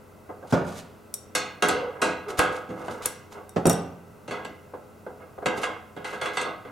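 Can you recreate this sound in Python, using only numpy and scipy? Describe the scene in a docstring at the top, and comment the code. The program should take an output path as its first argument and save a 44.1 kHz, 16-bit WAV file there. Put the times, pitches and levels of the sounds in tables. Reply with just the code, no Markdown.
"""Turning a tap in an empty fuel tank

An adjustable wrench is picked up, seated on a steel tap, turned and laid down; then fingers twist the tap.
Knocks, catches and nudges: forced contact plus ring of the hollow sheet-metal tank (modes over a dense bed).
Grinding and sliding: random slips convolved with short decaying responses; groans: narrow noise at a mode.
Wrench: dull bumps on the bench, bright clinks of noise cracks and high modes; low pulses under a few blows.
Quiet workshop: coloured noise, faint tones.
"""
import sys
import numpy as np
from scipy import signal
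from scipy.fft import rfft, irfft, next_fast_len
from scipy.io import wavfile
from scipy.ndimage import map_coordinates

SR = 44100
rng = np.random.default_rng(int(sys.argv[2]) if len(sys.argv) > 2 else 0)


def put_to_file(sound):
    """Save the sound as 16-bit audio at rate SR, in the file named by the first command-line argument."""
    columns = np.atleast_2d(sound).T  # one column per channel
    safe = np.clip(columns, -1, 1)
    whole_steps = np.round(safe * 32767)
    wavfile.write(sys.argv[1], SR, whole_steps.astype(np.int16))


N = 295911
TOP_HZ = 15900

# Wrench knocks on the tap. Each row: start in seconds, level before colour in dB, hardness in dB per octave
# of treble, weight in dB per octave of bass, ring against contact in dB.
WRENCH_KNOCKS = [(1.35, -31, 3.5, 0.1, -2.5), (1.622, -23.5, -1, 0, 0.5), (1.686, -31, 1.5, 2.5, 0),
                 (2.017, -25.5, -0.53, 0.5, 3), (2.391, -22, -2.5, -0.4, -4.5), (2.689, -53, -1.5, 9.5, 11),
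                 (2.881, -39, -5.5, 3, -7.5), (3.054, -39, 0.5, .5, -5)]
# The tap catches in its thread, twisted by hand. Columns as for the wrench knocks.
THREAD_CATCHES = [(4.277, -46, 1.5, 5, -1.5), (4.308, -37, -.5, 1.5, -2), (4.447, -42.5, 1, 2.2, -8),
                  (5.457, -28, 0.5, 2, -4.5), (5.572, -48.5, 2, 6.5, -5), (5.631, -28.5, -0.46, -4.5, -7.5),
                  (5.963, -45, -3, 4, -2), (6.043, -37, 0, -3.5, 11), (6.128, -39.5, -2.5, 0.5, -1),
                  (6.212, -33.5, 0.2, -2, 10), (6.256, -32.5, -1.2, -6, -4), (6.369, -29, 0.8, -4, -1.5),
                  (6.411, -41, 4, 2, -7), (6.648, -47.5, -5, 3, -2)]
# Fingertips nudge the tap. Each row: start in seconds, level before colour in dB.
FINGER_NUDGES = [(0.29, -48), (0.425, -53), (4.735, -47.5), (5.063, -47), (5.377, -50), (5.422, -46.5)]
# The wrench bumps on the bench. Columns as for the wrench knocks.
BENCH_BUMPS = [(0.5235, -39, 3, 3, -12), (0.5305, -30.5, -3.5, -5, 2.5), (3.561, -35, -1.5, -0.85, -12.5),
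               (3.654, -33, 0, 0, -20), (3.6665, -36, -1, 1.5, -11), (3.696, -35, 1.5, -1.5, -2.5)]
# Low push under blows on tap or bench. Each row: start in seconds, pulse gain in dB.
LOW_PUSHES = [(1.351, -33), (2.3902, -15.5), (3.667, -20)]
# The tap's teeth grind. Each row: start in seconds, length in seconds, relative final level in dB.
TOOTH_GRINDS = [(1.76, .15, -33.5), (1.95, 0.07, -39), (2.25, 0.1, -34.5), (2.47, 0.113, -34.5),
                (2.7, .16, -38.5), (2.92, 0.14, -38), (3.31, 0.071, -38.5), (4.33, 0.071, -33.5),
                (5.195, 0.034, -43.5), (5.49, 0.216, -33), (5.97, 0.062, -44), (6.12, 0.032, -32.5),
                (6.215, 0.056, -28.5), (6.41, 0.07, -29), (6.675, .03, -40.5)]
# The tight tap judders. Each row: start in seconds, length in seconds, final level in dB, tank mode in Hz.
TIGHT_GROANS = [(1.7, 0.2, -34.5, 491), (2.262, 0.05, -35.5, 415)]
# Steel slides on steel or bench. 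Each row: start in seconds, length in seconds, relative final level in dB.
STEEL_SLIDES = [(.47, 0.072, -43), (.64, 0.14, -42), (2.28, 0.024, -40), (2.37, 0.019, -26.5),
                (2.48, 0.089, -47.5), (2.7, 0.26, -47), (3.02, .035, -34), (3.305, 0.018, -45.5),
                (5.55, .03, -43.5), (5.61, 0.011, -38.5), (6.06, 0.07, -43.5), (6.21, .03, -41),
                (6.33, 0.035, -39.5)]
# Bright clinks of the wrench: jaw clicks, cracks of knocks, ring when laid down. Each row: start in seconds,
# crack gain in dB, ring gain in dB, left over right in dB, best-excited frequency in Hz.
WRENCH_CLINKS = [(1.1403, -18, -37.5, 0.5, 9100), (1.6244, -28.5, -57.5, 1, 6500),
                 (1.6857, -23, -52, 0, 7800), (2.0154, -44, -43, -5, 6500), (2.3912, -18, -60, 1, 8000),
                 (3.0582, -11, -33, 0.5, 9000), (3.493, -38, -51, 1, 3740), (3.656, -30, -31, 2, 5970),
                 (3.6682, -17, -27.5, 0, 7600), (3.6968, -14, -26.5, 2, 7100), (3.7305, -26, -44, -3, 7500)]

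# Colour of each kind of blow: one level in dB per range, bass to treble.
KNOCK_RANGES_DB = [-10, -0.5, 0.5, -3.5, -6]
CATCH_RANGES_DB = [-10.5, 0, -1.5, -3, -11.5]
NUDGE_RANGES_DB = [-5.5, 10.5, 0, -19.5, -35]
BUMP_RANGES_DB = [12, 12, -1, -4.5, -13]
# Range centres in Hz.
RANGE_CENTRES_HZ = [200, 520, 1270, 3000, 8000]
# Borders between the ranges in Hz.
RANGE_EDGES_HZ = [300, 900, 1800, 5000]

# Clear modes of the tank's shell and air. Each row: frequency in Hz, level in dB.
TANK_CLEAR_MODES = [(188, -17), (285, -8), (323, -2), (415, 3), (460, -3), (485, 0), (506, 7), (690, -8),
                    (727, 1), (751, -4), (850, -3.5), (963, -5.5), (1085, -1), (1208, -3.5), (1259, 0.5),
                    (1292, -0.5), (1436, -28), (1480, -2), (1545, -10), (1632, 2.5), (1965, -9.5),
                    (2065, -18), (2164, -5), (2545, -7), (2762, -5.5), (2981, -8.5), (3270, -9.5),
                    (4450, -20), (6020, -27.5)]
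# Dense weaker modes of the tank. Each row: frequency in Hz, level in dB per Hz.
TANK_BED = [(30, -23), (120, -9), (300, -2), (520, 5), (1000, 2.5), (1620, 5), (1800, -12), (2050, 5),
            (2370, -8.5), (2750, 1.5), (3080, -11), (3300, -3.5), (4400, -12.5), (5100, -24), (6200, -25.5),
            (8000, -25.5), (11000, -35), (16000, -60)]
# Modes of the tap itself. Each row: frequency in Hz, level in dB.
TAP_OWN_MODES = [(2019, -4), (2110, -4.5)]
# Clear modes of the bench. Each row: frequency in Hz, level in dB.
BENCH_CLEAR_MODES = [(86, -2.5), (150, -3.5), (172, 5.5), (212, -0.5), (268, 4), (388, 1.5), (455, 1),
                     (540, 3)]
# Dense modes of the bench. Each row: frequency in Hz, level in dB per Hz.
BENCH_BED = [(30, -39), (65, -25), (90, -2.5), (170, -2), (450, -1), (800, -6.5), (1500, -15), (1850, -30),
             (3000, -39), (7000, -50), (15000, -72)]
# Modes of the wrench. 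Each row: frequency in Hz, level in dB, echo decay by 60 dB in seconds.
WRENCH_MODES = [(3714, -7.5, 0.4), (5670, -1, 0.4), (5700, -17, 0.27), (7100, -9, .17), (8040, -1.5, 0.32),
                (9000, 3, 0.2), (10300, -11, 0.25), (11500, -17, .17), (12100, -16, .15),
                (13000, -5.5, .12)]
# Free ring of tank and room. Each row: frequency in Hz, unscaled decay by 60 dB in seconds.
FREE_RING_T60 = [(80, 1), (250, 0.76), (340, 0.62), (460, 0.63), (600, 0.76), (1300, 0.7), (2500, 0.71),
                 (4500, 0.51), (9000, 0.31), (15000, 0.22)]
# Damping by the hands. Each row: time in seconds, share of the free ring time left.
HAND_DAMPING = [(0, 0.86), (1.3, 0.87), (6.7, 0.86)]
# Stereo width of tank and contacts. Each row: frequency in Hz, side against mid in dB.
CONTACT_SIDE = [(40, 5), (150, -27), (600, -9), (2000, -7), (4500, -15.5), (10000, -4)]
# Rubbing steel. Each row: frequency in Hz, level in dB per Hz.
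RUB_SPECTRUM = [(800, 5.5), (2000, 2), (3500, 1.5), (8000, -1.5), (12000, -9), (16000, -40)]
# Crack of a clink. Each row: frequency in Hz, level in dB per Hz.
CRACK_SPECTRUM = [(500, -28), (2500, -15), (5000, -7.5), (8000, 3), (11300, 5.0), (13500, -9), (16000, -9)]
# Workshop air. Each row: frequency in Hz, relative level in dB per Hz.
AIR_SPECTRUM = [(12, -41), (20, -21), (120, -4.5), (328, -8.5), (410, -8.5), (558, -10.5), (607, -8),
                (738, -13.5), (1530, -17), (1760, -30), (2020, -20), (2260, -30), (2670, -24),
                (3070, -32.5), (16000, -35.5)]
# Stereo width of the air. Each row: frequency in Hz, side against mid in dB.
AIR_WIDTH = [(60, -10), (110, -6), (200, -6.5), (380, -4.5), (700, -5), (1290, -4.5), (2380, -6),
             (4400, -14.5), (8120, -6), (15000, -2.5)]
# Faint tones. Each row: frequency in Hz, rms level in dB.
FAINT_TONES = [(91.5, -60), (215, -62), (414.5, -60.5), (511, -64.5), (1319, -69.5)]


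def tap_knocks(nudge_ring_db=-9):
    """The tap tilts in its thread and strikes the tank: by wrench, by catching, or softly by fingertip."""
    nudges = [(s, db, 0, 0, nudge_ring_db) for s, db in FINGER_NUDGES]
    hard = blows(WRENCH_KNOCKS, KNOCK_RANGES_DB, TANK_BED, TANK_CLEAR_MODES, modes_db=1.0,
                 rise_180hz_s=0.0041, contact_t60_s=0.12, sustain=0.97, lowest_hz=55.4)
    light = blows(THREAD_CATCHES, CATCH_RANGES_DB, TANK_BED, TANK_CLEAR_MODES + TAP_OWN_MODES, modes_db=0.0,
                  rise_180hz_s=0.0077, contact_t60_s=0.1, sustain=0.92, lowest_hz=56)
    soft = blows(nudges, NUDGE_RANGES_DB, TANK_BED, TANK_CLEAR_MODES, modes_db=-5.0,
                 rise_180hz_s=0.0032, contact_t60_s=0.16, sustain=1.0, lowest_hz=56)
    return hard + light + soft


def grinding(ring_db=-7, contact_t60_s=0.047, low_hz=170, dull_hz=1300):
    """The cutting teeth catch and slip; the tank gives each slip its ring."""
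    t = np.arange(SR) / SR
    body = vibration(TANK_BED, TANK_CLEAR_MODES, modes_db=-1, scatter_db=0.5, ripple_db=3.0)
    ring = amp(ring_db) * damped(body, sustain=0.66)
    dull = signal.butter(2, [low_hz, dull_hz], 'bandpass', fs=SR, output='sos')

    def response():
        contact = noise(TANK_BED, CONTACT_SIDE, SR) * amp(-60 * t / contact_t60_s)
        return signal.sosfilt(dull, ring + contact)

    force = strokes(TOOTH_GRINDS, attack_s=0.004, swell_db=-1.0, release_s=0.0094)
    force = force * slips(rate_hz=330, spread_db=2.5, clump_db=3)
    return played(force, response) * amp(-2.5)


def groaning(width_hz=75, swell_db=-4):
    """Slips under load crowd around a tank mode: narrow noise, a rough hollow note that fades as load eases."""
    m = next_fast_len(N)
    out, hz = np.zeros(N), np.fft.rfftfreq(m, 1 / SR)
    for s, length_s, db, centre_hz in TIGHT_GROANS:
        bell = 1 / (1 + (2 * (hz - centre_hz) / width_hz) ** 2)
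        note = irfft(rfft(rng.standard_normal(m)) * bell, m)[:N]
        envelope = strokes([(s, length_s, db)], attack_s=0.029, swell_db=swell_db, release_s=0.073)
        out += envelope * unit(note)
    return out


def low_pushes(length_s=0.0017):
    """Low push under a few blows on tap or bench: one low pulse each, the same on both sides."""
    out, u = np.zeros((2, N)), np.arange(SR // 10) / SR / length_s
    pulse = u * (2 - u) * np.exp(-u)
    for s, db in LOW_PUSHES:
        add(out, s, amp(db) * np.array([pulse, pulse]))
    return out


def sliding(tail_db=-22, grain_t60_s=0.018):
    """Rubbing steel: many tiny slips give a fine gritty hiss with a weak ringing tail."""
    t = np.arange(SR // 2) / SR

    def hiss():
        return noise(RUB_SPECTRUM, CONTACT_SIDE, len(t))

    def response():
        return hiss() * amp(-60 * t / grain_t60_s) + amp(tail_db) * damped(hiss())

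    force = strokes(STEEL_SLIDES, attack_s=0.0032, swell_db=13, release_s=0.024)
    force = force * slips(rate_hz=2200, spread_db=3.0, clump_db=5)
    return played(force, response) * amp(0.5)


def wrench_clinks(crack_t60_s=0.014, room_db=-25, direct_t60_s=0.085, echo_db=-9, width_hz=110, rise_s=0.00018):
    """A hard crack and the brief ring of the wrench's high modes; both linger diffusely in the room."""
    out, t = np.zeros((2, N)), np.arange(SR // 2) / SR
    hz, db, t60_s = np.transpose(WRENCH_MODES)[..., None]
    bells = 1 / (1 + (2 * (np.fft.rfftfreq(len(t), 1 / SR) - hz) / width_hz) ** 2)
    for s, crack_db, ring_db, pan_db, best_hz in WRENCH_CLINKS:
        scatter_db, phase = rng.standard_normal((len(hz), 2)).T[..., None]
        strength = amp(db + scatter_db - 4.6 * np.abs(np.log2(hz / best_hz)))
        tones = strength * np.sin(2 * np.pi * (hz * t + phase))
        direct = np.sum(tones, 0) * amp(-60 * t / direct_t60_s)
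        # echo: one narrow noise band per mode
        white = noise([(1000, 0)], [(1000, -7)], len(t))
        fuzzy = unit(irfft(rfft(white)[:, None] * bells, len(t)))
        echo = amp(echo_db) * np.sum(fuzzy * strength * amp(-60 * t / t60_s), 1)
        burst = noise(CRACK_SPECTRUM, [(1000, -5)], len(t))
        crack = burst * amp(-60 * t / crack_t60_s) + amp(room_db) * damped(burst)
        clink = amp(crack_db) * crack + amp(ring_db) * (direct + echo)
        onset = 1 - np.exp(-t / rise_s)
        add(out, s, clink * onset * amp([[pan_db / 2], [-pan_db / 2]]))
    return out


def bench_thumps():
    """The heavy wrench meets the bench, whose low modes give dull, hollow bumps."""
    return blows(BENCH_BUMPS, BUMP_RANGES_DB, BENCH_BED, BENCH_CLEAR_MODES, modes_db=-4.0,
                 rise_180hz_s=0.002, contact_t60_s=0.13, sustain=1.0, lowest_hz=94)


def workshop(air_db=-51):
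    """Steady coloured room noise with faint tones whose phases drift at random."""
    t = np.arange(N) / SR
    tones = np.zeros(N)
    for hz, db in FAINT_TONES:
        drift_rad = np.cumsum(rng.standard_normal(N)) * 0.0172
        tones += amp(db) * np.sqrt(2) * np.sin(2 * np.pi * hz * t + drift_rad)
    return amp(air_db) * noise(AIR_SPECTRUM, AIR_WIDTH, N) + tones


def blows(rows, colour_db, spectrum, modes, modes_db, rise_180hz_s, contact_t60_s, sustain, lowest_hz):
    """Each blow: short forced contact plus long ring; hardness tilts up its treble, weight its bass."""
    out, t, hz = np.zeros((2, N)), np.arange(SR) / SR, np.arange(SR // 2 + 1)
    below = [0 * hz] + [1 / (1 + (hz / edge) ** 10) for edge in RANGE_EDGES_HZ] + [0 * hz + 1]
    ranges = np.diff(below, axis=0)[:, None]
    octaves = np.log2(RANGE_CENTRES_HZ / np.median(RANGE_CENTRES_HZ))
    # bass builds up more slowly than treble
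    slowness = (180 / np.array(RANGE_EDGES_HZ + [TOP_HZ])[:, None, None]) ** 0.38
    onset = 1 - np.exp(-np.minimum(t / (rise_180hz_s * slowness), 10) ** 2)
    fade = np.minimum(1, 10 * (1 - t)) ** 2
    first = round(.03 * SR)  # levels are set over the first 30 ms
    for s, db, hardness, weight, ring_db in rows:
        tilt_db = hardness * np.maximum(octaves, 0) + weight * np.maximum(-octaves, 0)
        levels_db = db + np.array(colour_db) + tilt_db
        contact = vibration(spectrum, modes, modes_db - 0.5) * amp(-60 * t / contact_t60_s) * chatter()
        held = sustain * np.interp(s, *np.transpose(HAND_DAMPING))
        ring = amp(ring_db) * damped(vibration(spectrum, modes, modes_db), held)
        parts = irfft(rfft(contact + ring) * ranges, SR) * onset
        gains = amp(levels_db) / np.sqrt(np.mean(parts[..., :first] ** 2, axis=(1, 2)))
        add(out, s, np.tensordot(gains, parts, 1) * fade)
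    highpass = signal.butter(3, lowest_hz, 'highpass', fs=SR, output='sos')
    return signal.sosfilt(highpass, out)


def vibration(spectrum, modes, modes_db, scatter_db=1.0, spread_rad=0.32, ripple_db=4.5):
    """One undamped second of a body: clear modes, newly weighted each time, over a dense bed."""
    hz, db = np.transpose(modes)
    size, phase, skew = rng.standard_normal((len(hz), 3)).T
    angle_rad = 2 * np.pi * phase + spread_rad * np.outer([1, -1], skew)
    lines = np.zeros((2, SR // 2 + 1), complex)
    lines[:, np.round(hz).astype(int)] = amp(db + scatter_db * size) * np.exp(1j * angle_rad)
    bed = rfft(noise(spectrum, CONTACT_SIDE, SR)) * ripple(np.arange(SR // 2 + 1), ripple_db)
    return unit(unit(irfft(bed, SR)) + amp(modes_db) * unit(irfft(lines, SR)))


def ripple(hz, depth_db, modes_per_octave=22):
    """Random peaks and dips of a dense set of modes, drawn anew for each contact."""
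    place = np.log2(1 + hz / 100) * modes_per_octave
    return amp(depth_db * map_coordinates(rng.standard_normal(int(place[-1]) + 4), [place], order=1))


def damped(x, sustain=1):
    """Each frequency decays at its own rate, the top treble fastest."""
    hz, t, z = signal.stft(x, SR, nperseg=256)
    t60_s = sustain * along(FREE_RING_T60, hz)[:, None]
    return signal.istft(z * amp(-60 * t / t60_s), SR, nperseg=256)[1][:, :x.shape[1]]


def chatter(depth_db=3.0, rate_hz=300):
    """Level flickers at random within one blow as the parts bounce against each other."""
    knots = rng.standard_normal(int(rate_hz) + 4)
    return amp(depth_db * map_coordinates(knots, [np.arange(SR) * rate_hz / SR], order=1))


def strokes(rows, attack_s, swell_db, release_s):
    """Rubbing force: each stroke sets in, moves by swell_db to its final level and lets go."""
    t, force = np.arange(N) / SR, np.zeros(N)
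    for s, length_s, db in rows:
        attack = np.clip((t - s) / attack_s, 0, 1)
        swell = amp(swell_db * (np.clip((t - s) / length_s, 0, 1) - 1))
        release = np.exp(-np.maximum(t - s - length_s, 0) / release_s)
        force += amp(db) * attack * swell * release
    return force


def slips(rate_hz, spread_db, clump_db):
    """Tiny stick-slip contacts at random times, of unequal size, strong ones in clumps; rms 1."""
    sizes = amp(spread_db * rng.standard_normal(N) + clump_db * wobble(55))
    hits = rng.random(N) < rate_hz / SR
    return unit(hits * rng.choice([-1, 1], N) * sizes)


def played(force, response, count=4):
    """Slips land on a few spots; response() gives each spot a sound of its own."""
    spot, out = rng.integers(count, size=N), np.zeros((2, N))
    for k in range(count):
        sound = response()
        sound = sound / np.linalg.norm(sound[0])
        out += signal.fftconvolve((force * (spot == k))[None], sound, axes=1)[:, :N]
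    return out


def wobble(rate_hz):
    """Random curve, linear between rate_hz knots a second."""
    knots = rng.standard_normal(int(N * rate_hz / SR) + 4)
    return map_coordinates(knots, [np.arange(N) * rate_hz / SR], order=1)


def noise(spectrum, side, size):
    """Coloured stereo noise of rms 1."""
    m = next_fast_len(size)
    hz = np.fft.rfftfreq(m, 1 / SR)
    mid, wide = rfft(rng.standard_normal((2, m))) * amp(along(spectrum, hz))
    wide = wide * amp(along(side, hz))
    return unit(irfft(np.array([mid + wide, mid - wide]), m)[:, :size])


def amp(db):
    """Decibels to gain."""
    return 10 ** (np.asarray(db) / 20)


def unit(x):
    """Scale to rms 1."""
    return x / np.sqrt(np.mean(x ** 2) + 1e-20)


def along(points, hz):
    """Interpolate (Hz, value) points on a log axis."""
    f, v = np.transpose(points)
    return np.interp(np.log(hz + 1), np.log(f + 1), v)


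def add(out, s, x):
    """Mix x into out from s seconds on."""
    part = out[:, round(s * SR):][:, :x.shape[1]]
    part += x[:, :part.shape[1]]


def scene():
    """Sum all sources; tank and bench work leans a little to the right."""
    work = tap_knocks() + grinding() + groaning() + low_pushes() + sliding() + bench_thumps()
    return work * amp([[-.6], [.6]]) + wrench_clinks() + workshop()


def record(dry):
    """Nothing from TOP_HZ upward passes."""
    m = next_fast_len(N + SR // 2)
    passed = np.fft.rfftfreq(m, 1 / SR) < TOP_HZ
    return irfft(rfft(dry, m) * passed, m)[:, :N]


dry = scene()
out = record(dry)
put_to_file(out)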